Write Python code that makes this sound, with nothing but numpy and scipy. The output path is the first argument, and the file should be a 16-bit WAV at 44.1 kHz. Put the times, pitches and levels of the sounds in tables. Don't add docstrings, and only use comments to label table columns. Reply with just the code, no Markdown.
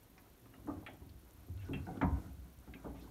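import sys
import numpy as np
from scipy import signal
from scipy.fft import rfft, irfft
from scipy.io import wavfile
from scipy.ndimage import uniform_filter1d

SR = 44100
rng = np.random.default_rng(int(sys.argv[2]) if len(sys.argv) > 2 else 0)


def volts_from_decibels(level):
    exponent = np.asarray(level, float) / 20
    return 10 ** exponent


def digitize_waveform(pressure):
    field = np.atleast_2d(pressure).T
    bounded = np.clip(field, -1, 1)
    quanta = np.round(bounded * 32767).astype(np.int16)
    wavfile.write(sys.argv[1], SR, quanta)


N = 136710
SCATTER_DB = 3.5


def unit(x, size=None):
    return x / np.sqrt(np.mean(x[:size] ** 2))


def band(x, hz, width):
    low = np.sqrt(hz ** 2 + width ** 2 / 4) - width / 2
    high = min(low + width, 0.45 * SR)
    return signal.sosfilt(signal.butter(2, [low, high], "band", fs=SR, output="sos"), x)


def walk(rate):
    hold = int(SR / rate)
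    steps = np.repeat(rng.standard_normal(N // hold + 1), hold)
    return 1.3 * uniform_filter1d(uniform_filter1d(steps, hold), hold)[:N]


def add(out, start_s, x):
    i = int(start_s * SR)
    out[i:i + len(x)] += x[:max(N - i, 0)]


def ring(modes, seconds):
    t = np.arange(int(seconds * SR))[:, None] / SR
    hz, db, t60 = np.array(modes).T
    return volts_from_decibels(db) * np.sin(2 * np.pi * hz * t) * np.exp(-np.log(1000) * t / t60)


def strike(sines, scatter_db):
    sign, strength = rng.standard_normal((2, sines.shape[1]))
    return sines @ (np.sign(sign) * volts_from_decibels(scatter_db * strength))


def blow(push, sines, db, scatter_db):
    return volts_from_decibels(db) * unit(signal.fftconvolve(push, strike(sines, scatter_db)), size=1800)


def dense(outline, count):
    outline_hz, outline_db, outline_t60 = np.array(outline).T
    place, damping = rng.random((2, count))
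    hz = outline_hz[0] * (outline_hz[-1] / outline_hz[0]) ** ((np.arange(count) + place) / count)
    share = 0.25 ** damping
    db = np.interp(hz, outline_hz, outline_db) - 10 * np.log10(share)
    return list(zip(hz, db, share * np.interp(hz, outline_hz, outline_t60)))


# [f/Hz, level/dB, t60/s]
STAND_MODES = [(58, 2.5, 1), (66.5, -3, 0.6), (72, -3.5, 0.5), (77.9, 0.5, 0.4), (85, 0.5, 0.3),
               (95.9, 3.5, 0.53), (107.5, 4, 0.35), (117.3, 6, 0.36)]
# [f/Hz, level/dB, t60/s]
CABINET_MODES = [(140.7, -4, 0.37), (174.8, 0.5, 0.32), (185.6, -3, 0.755), (216.8, -2, 0.36),
                 (264, 7.5, 0.31), (292.8, -5.5, 0.77), (316.7, -9.5, 0.38), (380.3, -4, 0.4),
                 (414.6, -3, 0.63), (468.5, -18, 0.7)]
# [f/Hz, level/dB, t60/s]
PANEL_OUTLINE = [(130.85, -13.5, 0.35), (204, -3.5, 0.54), (304, 3.5, 0.55), (411, 1.5, 0.21),
                 (522.9, -4, 0.3)]
# [f/Hz, level/dB, t60/s]
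CASTING_OUTLINE = [(454.9, -22, 1), (554, -3.5, 0.48), (774, 4, 0.33), (940, -1.5, 0.26), (1200, 5, 0.2),
                   (1700, -2.5, 0.087), (2300, -4, .1)]


def bodies():
    casting = dense(CASTING_OUTLINE, count=260)
    panels = [(hz, db - 2.5, t60) for hz, db, t60 in dense(PANEL_OUTLINE, count=40)]
    return STAND_MODES, casting, CABINET_MODES + panels, panels


# [f/Hz, level/dB per Hz]
HUSH_COLOUR = [(30, 11.5), (80, -2.5), (300, -8.5), (1200, -19.5), (3000, -24.5), (7500, -29),
               (10000, -29.5), (15600, -27)]


def hush():
    hz = np.fft.rfftfreq(N, 1 / SR) + 1
    colour_hz, colour_db = np.array(HUSH_COLOUR).T
    colour = volts_from_decibels(np.interp(np.log(hz), np.log(colour_hz), colour_db, left=-60))
    return volts_from_decibels(-62.5) * unit(irfft(rfft(rng.standard_normal(N)) * colour, N))


# [f/Hz, width/Hz, level/dB]
WHINE_BANDS = [(12480, 2100, -3.5), (13200, 1000, -4.5), (10600, 2200, -6)]


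def circuit_hiss():
    frame_hz, first_frame_s = 30, 0.0313
    burst_s, busy_s = 0.0034, 0.0187
    frames = first_frame_s + np.arange(-1, N / SR * frame_hz) / frame_hz
    hiss, gate = np.zeros(N), np.zeros(N)
    for hz, width, db in WHINE_BANDS:
        hiss += volts_from_decibels(db) * unit(band(rng.standard_normal(N), hz, width)) * volts_from_decibels(2.1 * walk(60))
    delay, longer, size = rng.random((3, len(frames), 3))
    starts = frames[:, None] + np.array([0, busy_s, 1 / frame_hz]) * delay
    size = size * [1, 1, 0.7]
    for start_s, extra, strength in zip(starts.ravel(), longer.ravel(), size.ravel()):
        burst = np.abs(np.hanning(int((1 + extra) * burst_s * SR))) ** 0.5
        add(gate, max(start_s, 0), strength ** 0.29 * burst)
    return hiss * volts_from_decibels(-71) * (np.minimum(gate, 1) + 0.24)


# [t/s, level/dB]
TICK_TIMES = [
    (0.0323, -53),
    (0.6652, -52),
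    (1.3094, -48),
    (1.5045, -62),
    (2.589, -49),
]


def circuit_ticks():
    out = np.zeros(N)
    for start_s, db in TICK_TIMES:
        pulse = np.eye(1, 200)[0]
        add(out, start_s, volts_from_decibels(db - 12) * unit(band(pulse, 8300, 4500), size=40))
    return out


# [t/s, level/dB]
TURNING_EFFORT = [(0.0, -61), (0.52, -58.5), (0.78, -50.5), (0.9, -53.5), (1.1, -62), (1.39, -59.5),
                  (1.56, -52.5), (1.92, -45), (2.05, -43.5), (2.24, -51), (2.43, -60), (2.68, -53),
                  (2.87, -51.5), (3.1, -50)]


def thread(stand, casting, panels):
    times, db = np.array(TURNING_EFFORT).T
    effort = volts_from_decibels(np.interp(np.arange(N) / SR, times, db))
    scrape = volts_from_decibels(-28 + 2 * walk(16)) * unit(band(rng.standard_normal(N), 4180, 9600))
    out = scrape * (effort / effort.max()) ** -0.28
    for modes, db in (stand, -6.5), (panels, -12.5), (casting, -18.5):
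        rub = rng.standard_normal(N) * volts_from_decibels(4 * walk(24.64))
        held = [(hz, level, 0.5 * t60) for hz, level, t60 in modes]
        out += volts_from_decibels(db) * unit(signal.fftconvolve(rub, strike(ring(held, 0.32), 0))[:N])
    return out * effort


# [t/s, stand level/dB, cabinet level/dB, favoured f/Hz]
WEIGHT_SHIFTS = [(0.095, -55.5, -59.5, 59.6), (0.573, -54.5, -53, 76), (0.688, -43, -63, 87),
                 (0.759, -43, -53, 79.6), (0.886, -53, -59, 90), (0.99, -46.5, -55.5, 71),
                 (1.059, -47, -60.5, 79.3), (1.14, -49, -60.5, 63), (1.34, -51, -62.5, 69),
                 (1.494, -35, -53, 81), (1.544, -38.5, -69, 81), (1.592, -40, -76, 86),
                 (1.708, -42, -35, 78.4), (1.745, -39, -54, 62.7), (1.795, -37.5, -56, 91),
                 (1.9, -54, -54, 90), (1.969, -45, -53, 94), (2.035, -26.5, -31, 72),
                 (2.118, -28.5, -48, 83), (2.249, -40, -48.5, 63.8), (2.372, -41.5, -53, 63),
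                 (2.449, -48, -53.5, 58), (2.572, -48, -57, 62), (2.68, -46.5, -50.5, 66),
                 (2.849, -45, -57, 63.7), (2.971, -49, -58, 70), (3.073, -47, -68, 75)]


def thumps(stand, cabinet):
    out, push = np.zeros(N), np.hanning(220)
    stand_hz = np.array(stand)[:, 0]
    stand_sines, cabinet_sines = ring(stand, 1.0), ring(cabinet, 0.73)
    for start_s, stand_db, cabinet_db, hz in WEIGHT_SHIFTS:
        favour = volts_from_decibels(-25 * np.abs(np.log2(stand_hz / hz)))
        add(out, start_s, blow(push, stand_sines * favour, stand_db - 8, 0))
        add(out, start_s, blow(push, cabinet_sines, cabinet_db - 8, SCATTER_DB))
    return out


# [t/s, casting level/dB, cabinet level/dB, chatter/s, brightness f/Hz]
THREAD_KNOCKS = [(0.167, -64, -78, .004, 1400), (0.178, -58, -77, 0.011, 1990),
                 (0.456, -59, -61, 0.01, 1500), (0.535, -55, -60, 0.0094, 1700),
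                 (0.585, -57.5, -61.5, 0.008, 920), (0.657, -62, -48, 0.019, 700),
                 (0.672, -44.5, -49.5, 0.0057, 1800), (0.681, -44.5, -44, 0.0046, 820),
                 (0.686, -39.5, -42.5, 0.002, 870), (0.696, -41, -44, 0.011, 1700),
                 (0.767, -54, -55, 0.0072, 900), (0.826, -51, -54, 0.012, 690),
                 (0.864, -49, -77, 0.01, 1590), (0.885, -49, -54.5, 0.0019, 800),
                 (0.926, -61, -59, 0.012, 810), (1.018, -61, -56.5, .008, 700),
                 (1.483, -60, -54.5, 0.0041, 1200), (1.633, -59, -58.5, 0.0068, 900),
                 (1.687, -51, -42, 0.0066, 1200), (1.707, -47, -44, 0.02, 600),
                 (1.735, -46, -45, 0.0086, 1610), (1.868, -44.5, -51, 0.0067, 1420),
                 (1.875, -66, -44.5, 0.0079, 700), (1.904, -59, -44, 0.008, 800),
                 (1.957, -52, -48.5, .006, 700), (1.969, -53, -46, 0.0059, 1490),
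                 (2.013, -28.5, -38, 0.0056, 1470), (2.029, -29, -30.5, 0.0043, 1080),
                 (2.151, -54, -54.5, 0.0054, 1020), (2.676, -54, -53.5, 0.004, 1290),
                 (2.753, -56, -50.5, 0.0024, 800), (2.842, -43, -48.5, 0.0082, 1260),
                 (2.858, -42, -42.5, 0.0041, 810), (2.925, -60, -53, 0.015, 700),
                 (2.944, -49.5, -59, 0.012, 880), (3.02, -56.5, -54.5, 0.0083, 900),
                 (3.045, -59, -56, 0.0053, 1400)]


def knocks(casting, cabinet):
    out = np.zeros(N)
    casting_sines, cabinet_sines = ring(casting, 0.57), ring(cabinet, 0.73)
    for start_s, casting_db, cabinet_db, chatter_s, top_hz in THREAD_KNOCKS:
        fade = np.exp(-np.arange(2600) / SR / chatter_s)
        grit = rng.standard_normal(len(fade)) ** 3 * fade
        grit[0] += 44
        soft = signal.lfilter(*signal.butter(3, top_hz, fs=SR), grit)
        add(out, start_s, blow(soft, casting_sines, casting_db - 12.5, SCATTER_DB))
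        pressure = uniform_filter1d(np.abs(grit), size=30)
        add(out, start_s, blow(pressure, cabinet_sines, cabinet_db - 4, SCATTER_DB))
    return out


# [t/s, level/dB, f/Hz, t60/s]
CLICKS_AND_SCUFFS = [(0.179, -63.5, 1700, 0.079), (0.179, -74, 5087, 0.068), (0.4574, -74, 2010, 0.035),
                     (0.5374, -64.5, 1560, .07), (0.8634, -49, 1880, 0.075), (0.8645, -68, 3280, .05),
                     (0.864, -74.5, 8600, .04), (0.881, -63, 2100, .18), (0.935, -75, 8140, .04),
                     (1.093, -69.5, 4000, 0.053), (1.576, -71, 2700, 0.065), (1.599, -74, 2220, 0.24),
                     (1.649, -71.5, 4900, 0.18), (1.6846, -69.5, 2080, 0.064), (1.733, -55, 2040, 0.17),
                     (1.7324, -75, 8600, .04), (1.852, -72, 4800, 0.11), (1.951, -82, 8450, 0.025),
                     (1.973, -71.5, 2370, .04), (2.0133, -41, 1390, 0.12), (2.016, -72, 5960, .08),
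                     (2.016, -63, 2930, .08), (2.7377, -55, 2020, 0.055), (2.738, -71, 2780, 0.038),
                     (2.940, -78, 2270, 0.31), (2.999, -76.5, 4195, 0.19)]


def clicks():
    out, t = np.zeros(N), np.arange(9000) / SR
    for start_s, db, hz, t60 in CLICKS_AND_SCUFFS:
        spray = rng.standard_normal(len(t)) * 1000.0 ** (-t / t60)
        if t60 < 0.075:
            spray[0] += 8
        if t60 >= 0.19:
            spray *= np.minimum(t / (0.004 + 0.1 * t60), 1)
        width = 0.95 * min(hz, 2500)
        add(out, start_s, volts_from_decibels(db) * unit(band(band(spray, hz, width), hz, width), size=600))
    return out


# [t/s, level/dB, f/Hz, t60/s]
LONE_RINGS = [(0.537, -66, 2860, .15), (0.538, -62, 719, 0.15), (0.864, -62, 3306, .22),
              (0.885, -50, 746, 0.11), (1.581, -65, 1440, 0.11), (1.589, -66, 2700, .15),
              (1.657, -61.5, 1470, 0.36), (1.733, -45, 2680, 0.063), (1.7332, -48.5, 3214, 0.086),
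              (1.734, -59, 2929, 0.098), (1.735, -52, 2390, 0.087), (1.742, -49, 2700, 0.17),
              (1.760, -60, 2534, 0.18), (1.867, -52, 1470, 0.15), (1.870, -51, 764, 0.14),
              (1.888, -41.5, 750, 0.095), (1.920, -53, 766, .08), (1.966, -59, 1465, 0.091),
              (2.014, -39, 883, 0.22), (2.030, -39.5, 939.5, 0.28), (2.031, -43.5, 1035, 0.37),
              (2.032, -49, 659.6, 0.26), (2.745, -54, 2560, .06), (2.758, -56, 2360, 0.066),
              (2.970, -64, 2150, 0.052), (2.990, -69, 2560, .09), (3.035, -61, 1500, 0.052),
              (3.074, -52.5, 990, 0.03)]


def lone_rings():
    out = np.zeros(N)
    fade_in = np.clip(np.arange(11025) / 120, 0, 1)
    for start_s, db, hz, t60 in LONE_RINGS:
        modes = [(hz, 0, t60), (hz + 43, -8, t60), (hz - 67, -10, t60)]
        add(out, start_s, volts_from_decibels(db) * strike(ring(modes, 0.25), 0.6) * fade_in)
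    return out


def room(x):
    t = np.arange(SR // 2) / SR
    tail = np.zeros(len(t))
    for hz in 125 * 2.0 ** np.arange(7):
        t60 = np.interp(np.log2(hz / 125), [1, 5], [0.51, 0.22])
        octave = band(rng.standard_normal(len(t)), hz, 0.64 * hz)
        tail += octave * 1000.0 ** (-t / t60) * np.clip(t / 0.0056, 0, 1)
    return volts_from_decibels(-14) * signal.fftconvolve(x, tail / np.sqrt(np.sum(tail ** 2)))[:N]


def scene():
    stand, casting, cabinet, panels = bodies()
    machine = thread(stand, casting, panels) + thumps(stand, cabinet) + knocks(casting, cabinet)
    machine += clicks() + lone_rings()
    return (machine + room(machine) + hush() + circuit_hiss() + circuit_ticks())[None]


def top_cut(x):
    return signal.sosfilt(signal.butter(12, 15660, fs=SR, output="sos"), x)


MIC_DIPS = (4900, 7650, 10500)


def record(dry):
    mix = signal.sosfilt(signal.butter(3, 50, "high", fs=SR, output="sos"), dry)
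    for hz in MIC_DIPS:
        mix = mix - 0.25 * band(mix, hz, 1000)
    mix = signal.sosfilt(signal.ellip(10, 0.2, 60, 15720, fs=SR, output="sos"), mix)
    return top_cut(mix)


dry = scene()
out = record(dry)
digitize_waveform(out)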